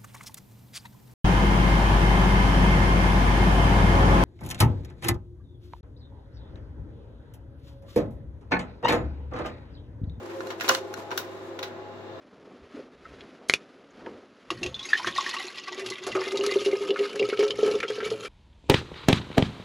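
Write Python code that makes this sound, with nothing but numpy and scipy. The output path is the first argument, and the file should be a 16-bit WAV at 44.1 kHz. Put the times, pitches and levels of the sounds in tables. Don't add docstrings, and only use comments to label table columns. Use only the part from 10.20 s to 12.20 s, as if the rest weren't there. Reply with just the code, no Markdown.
import sys
import numpy as np
from scipy import signal
from scipy.fft import rfft, irfft
from scipy.io import wavfile
from scipy.ndimage import uniform_filter1d

SR = 44100
rng = np.random.default_rng(int(sys.argv[2]) if len(sys.argv) > 2 else 0)


def magnitude_from_level(level_db):
    exponent = np.asarray(level_db, float) / 20
    return 10 ** exponent


def dump_mix(stems):
    frames = np.atleast_2d(stems).T
    limited = np.clip(frames, -1, 1)
    pcm = np.round(limited * 32767).astype(np.int16)
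    wavfile.write(sys.argv[1], SR, pcm)


N = 88200

# frequency in Hz, density in dB per Hz.
AIR_COLOUR = [(25, -57), (70, -21.5), (150, -15.5), (400, -5.5), (1200, -15), (3800, -34.5), (7600, -43),
              (8600, -59), (15800, -52.5)]
# centre in Hz, width in Hz, level in dB.
CASE_RESONANCES = [(262, 75, -56.5), (339.8, 17.1, -50), (381.4, 17, -48), (453.8, 16, -60.5),
                   (525.8, 9.7, -53.5), (665, 36, -53), (833.5, 5, -54), (1045, 54, -60),
                   (1734, 220, -62.5), (2800, 67, -69), (3700, 960, -62.5)]
# time in seconds, motor in dB, arm drag in dB.
CHANGER_DRIVE = [(0, -13, -1), (0.122, -2.5, 5.5), (.22, -5, 1.5), (0.299, -3, 7), (.37, -16, -5.5),
                 (.42, -16, 8.5), (0.468, 1, 14), (.52, 6, 23.5), (.57, -3, 18.5), (.63, -1, -6.5),
                 (0.798, -5.5, 7), (.88, -8, -7), (1.0, 1, 13), (1.069, -4, -1), (1.3, -7.5, -5),
                 (1.41, -3.5, -16), (1.48, -13, 0), (1.6, -44, -37)]
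# centre in Hz, width in Hz, level in dB.
GEARBOX_RESONANCES = [(530, 25.5, -41.5), (809, 9.5, -55.5), (1038, 13, -58), (1150, 43, -62.5),
                      (373.3, 65, -40.5)]
# frequency in Hz, density in dB per Hz.
DRAG_COLOUR = [(70, -62), (400, -8), (1000, 9), (3500, -4), (7400, -8.5), (8500, -16.5), (12000, -14.5),
               (15500, -22)]
# start in seconds, rms level of the first 4.5 ms in dB, pitch of the
# struck part in Hz, treble tilt in dB per octave, rattle after the blow in dB.
KNOCK_EVENTS = [(0.2049, -28.5, 1450, -4.5, -11), (.269, -34, 690, 0, -29),
                (0.3039, -27.5, 397, -2.5, -3.5), (0.3989, -32.5, 2830, -0.5, -15),
                (0.4086, -22, 1710, 0, -5.5), (0.436, -35, 14500, 7, -21), (.4434, -26.5, 2410, -3, 0),
                (0.48, -22.5, 4060, -3.5, -21), (0.4868, -17, 4020, 5, -8), (.4915, -9.5, 5850, -2, -17),
                (0.495, -13, 1430, -5, -17), (0.512, -20, 1150, -11, -12), (.541, -48, 12170, -9, -14),
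                (0.5482, -19.5, 4240, 1.5, -16.5), (0.7389, -28, 1430, 2.5, -40),
                (0.7852, -36, 815, -27, -8), (0.9059, -32, 940, -3, -16), (.9142, -24.5, 1450, -2.5, -4),
                (.921, -28, 950, -9, -8), (0.9758, -19.5, 3800, 8, -6.5), (0.977, -20, 1540, 1, -17),
                (1.389, -31.5, 1900, -6, -10), (1.3908, -32, 3700, 0, -10), (1.4279, -26, 4000, 0, 4)]
# frequency in Hz, level in dB, t60 in seconds.
BODY_MODES = [(360, -24, 0.053), (1026.5, 6, 0.09), (1450, 3, 0.061), (1900, -1, 0.032),
              (2164, -10.5, 0.051), (2862, 0.5, 0.036), (3660, -15, 0.011), (4140, 0, 0.027),
              (4263, -14, 0.011), (5620, -1.5, 0.039), (5950, -13, 0.009), (7215, -8, 0.02),
              (8460, -45, 0.016), (11550, -17, 0.0045)]
# frequency in Hz, density in dB per Hz.
CRACK_COLOUR = [(120, -30), (200, -10), (577, -6.5), (879, -6), (1490, -8.5), (2680, -11.5), (5780, -19),
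                (8490, -37), (15800, -25)]

AIR_DB, CASE_FLICKER_DB = -44, 1.5
HUM_HZ, HUM_DB, HUM_PAN_DB = 101.4, -56.5, 7
DRAG_DB, DRAG_FLICKER_DB, DRAG_GRAIN_DB = -53, 1.5, 2
CRACK_DB, PART_DB, BODY_DB, SCATTER_DB, KNOCK_DB = 8.5, 16.5, 12, 1.5, -4
PART_Q, BLOW_S, EVENNESS = 7, 0.0009, 0.7
RATTLE_T60_S, GRIT_DB, RATTLE_RING_DB = 0.11, 1, -13
ROOM_DB, ROOM_T60_S = -14, 0.24
ALIKE_HZ, LAG_S, PAN_DB = 1620, 0.00005, 1.5
TOP_HZ = 15650


def level(x, db):
    return x * magnitude_from_level(db) / np.sqrt(np.mean(x ** 2))


def curve(hz, points):
    point_hz, point_db = np.array(points, float).T
    return magnitude_from_level(np.interp(np.log(hz + 1), np.log(point_hz), point_db))


def peak(hz, centre_hz, width_hz):
    return 1j * hz * width_hz / (centre_hz ** 2 - hz ** 2 + 1j * hz * width_hz)


def walk(rate_hz):
    hold = int(SR / rate_hz)
    steps = np.repeat(rng.standard_normal(N // 100), hold)[:N]
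    return 1.22 * uniform_filter1d(uniform_filter1d(steps, hold), hold)


def pair(mid, side, hz):
    share = np.sqrt(np.clip(0.02 + (hz / ALIKE_HZ) ** 2, 0, 1))
    return mid + share * side * np.array([[1], [-1]])


def noise(gain):
    size = gain.size * 2 - 2
    mid, side = rfft(rng.standard_normal((2, size)))
    return irfft(gain * pair(mid, side, np.arange(gain.size) * SR / size), size)


def bands(points, flicker_db, rate_hz):
    hz = np.fft.rfftfreq(N, 1 / SR)
    octave = np.log2(hz + 1)
    total = np.zeros((2, N))
    for k in range(4, 15):
        window = np.cos(np.clip(octave - k, -1, 1) * np.pi / 2)
        total += noise(curve(hz, points) * window) * magnitude_from_level(flicker_db * walk(rate_hz))
    return total


def rings(table, flicker_db, rate_hz):
    hz = np.fft.rfftfreq(N, 1 / SR)
    total = np.zeros((2, N))
    for centre_hz, width_hz, db in table:
        ring = level(noise(peak(hz, centre_hz, width_hz) ** 2), db)
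        total += ring * magnitude_from_level(flicker_db * walk(rate_hz))
    return total


def grit(db, size):
    return magnitude_from_level(db * np.clip(rng.exponential(size=size), 0, 4))


def room(x):
    t = np.arange(SR // 2) / SR
    decay = magnitude_from_level(-60 * t / ROOM_T60_S) * np.clip(t / 0.002, 0, 1)
    mid, side = rfft(rng.standard_normal((2, t.size)) * decay)
    tail = irfft(pair(mid, side, np.fft.rfftfreq(t.size, 1 / SR)))
    tail = signal.lfilter([0.5], [1, -0.5], tail)
    return signal.fftconvolve(x, tail / np.sqrt(np.sum(tail ** 2) / 2), axes=1)[:, :N]


def fan():
    t = np.arange(N) / SR
    air = level(bands(AIR_COLOUR, 0.76, 10.13), AIR_DB)
    case = rings(CASE_RESONANCES, CASE_FLICKER_DB, 5.78)
    hum = np.sqrt(2) * np.sin(2 * np.pi * HUM_HZ * t + 0.64) * magnitude_from_level(HUM_DB + 0.5 * walk(12.6))
    return air + case + hum * magnitude_from_level(np.array([[HUM_PAN_DB], [-HUM_PAN_DB]]) / 2)


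def changer():
    t = np.arange(N) / SR
    time_s, motor_db, drag_db = np.array(CHANGER_DRIVE, float).T
    motor = magnitude_from_level(np.interp(t, time_s, motor_db))
    drag = magnitude_from_level(np.interp(t, time_s, drag_db))
    scrape = bands(DRAG_COLOUR, DRAG_FLICKER_DB, 29.75) * magnitude_from_level(DRAG_GRAIN_DB * walk(150))
    return motor * rings(GEARBOX_RESONANCES, 2.7, 12.62) + drag * level(scrape, DRAG_DB)


def struck_modes(hz, part_hz):
    modes = np.zeros(hz.size, complex)
    luck = rng.standard_normal(len(BODY_MODES))
    for k, (mode_hz, db, t60_s) in enumerate(BODY_MODES):
        width_hz = np.log(1000) / (np.pi * t60_s)
        gain = (-1) ** k * magnitude_from_level(db + BODY_DB + SCATTER_DB * luck[k])
        modes += gain * peak(hz, mode_hz, width_hz)
    part_gain = magnitude_from_level(CRACK_DB + PART_DB) * curve(part_hz, CRACK_COLOUR)
    return modes + part_gain * peak(hz, part_hz, part_hz / PART_Q)


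def knocks():
    size, lead = 16384, 8
    out = np.zeros((2, N + size))
    t, hz = np.arange(size) / SR, np.fft.rfftfreq(size, 1 / SR)
    crack = magnitude_from_level(CRACK_DB) * curve(hz, CRACK_COLOUR)
    for start_s, db, part_hz, tilt_db, rattle_db in KNOCK_EVENTS:
        push = rng.standard_normal((4, size))
        blow = rfft(push[:2] * t / BLOW_S * np.exp(-t / BLOW_S))
        blow = blow * (np.sqrt(SR * BLOW_S / 4) / np.abs(blow)) ** EVENNESS
        rattle_fade = magnitude_from_level(rattle_db - 60 * t / RATTLE_T60_S)
        rattle = rfft(push[2:] * level(grit(GRIT_DB, size), 0) * rattle_fade)
        modes = struck_modes(hz, part_hz)
        mid, side = blow * (modes + crack) + rattle * (magnitude_from_level(RATTLE_RING_DB) * modes + crack)
        tilt = magnitude_from_level(tilt_db * np.log2((hz + 400) / 2000))
        low_cut = (1j * hz / (1j * hz + 150)) ** 2
        hit = irfft(pair(mid, side, hz) * tilt * low_cut, size)
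        hit = np.roll(hit, lead, axis=1)
        hit = hit * np.clip(t / 0.0003, 0, 1) * np.clip(3 - 10 * t, 0, 1)
        k = int(start_s * SR) - lead
        out[:, k:k + size] += hit * magnitude_from_level(db + KNOCK_DB) / np.sqrt(np.mean(hit[:, :200] ** 2))
    return out[:, :N]


def scene():
    hits = knocks()
    panned_fan = fan() * magnitude_from_level(np.array([[PAN_DB], [-PAN_DB]]) / 2)
    near = hits + magnitude_from_level(ROOM_DB) * room(hits) + changer() + panned_fan
    lag = np.exp(-2j * np.pi * np.fft.rfftfreq(N, 1 / SR) * np.array([[0], [LAG_S]]))
    return irfft(rfft(near) * lag, N)


def band_limit(x):
    return signal.sosfilt(signal.butter(12, 16400, fs=SR, output="sos"), x)


def record(dry):
    top_cut = signal.ellip(8, 0.2, 70, TOP_HZ, fs=SR, output="sos")
    mix = signal.sosfilt(top_cut, dry)
    return band_limit(mix)


dry = scene()
out = record(dry)
dump_mix(out)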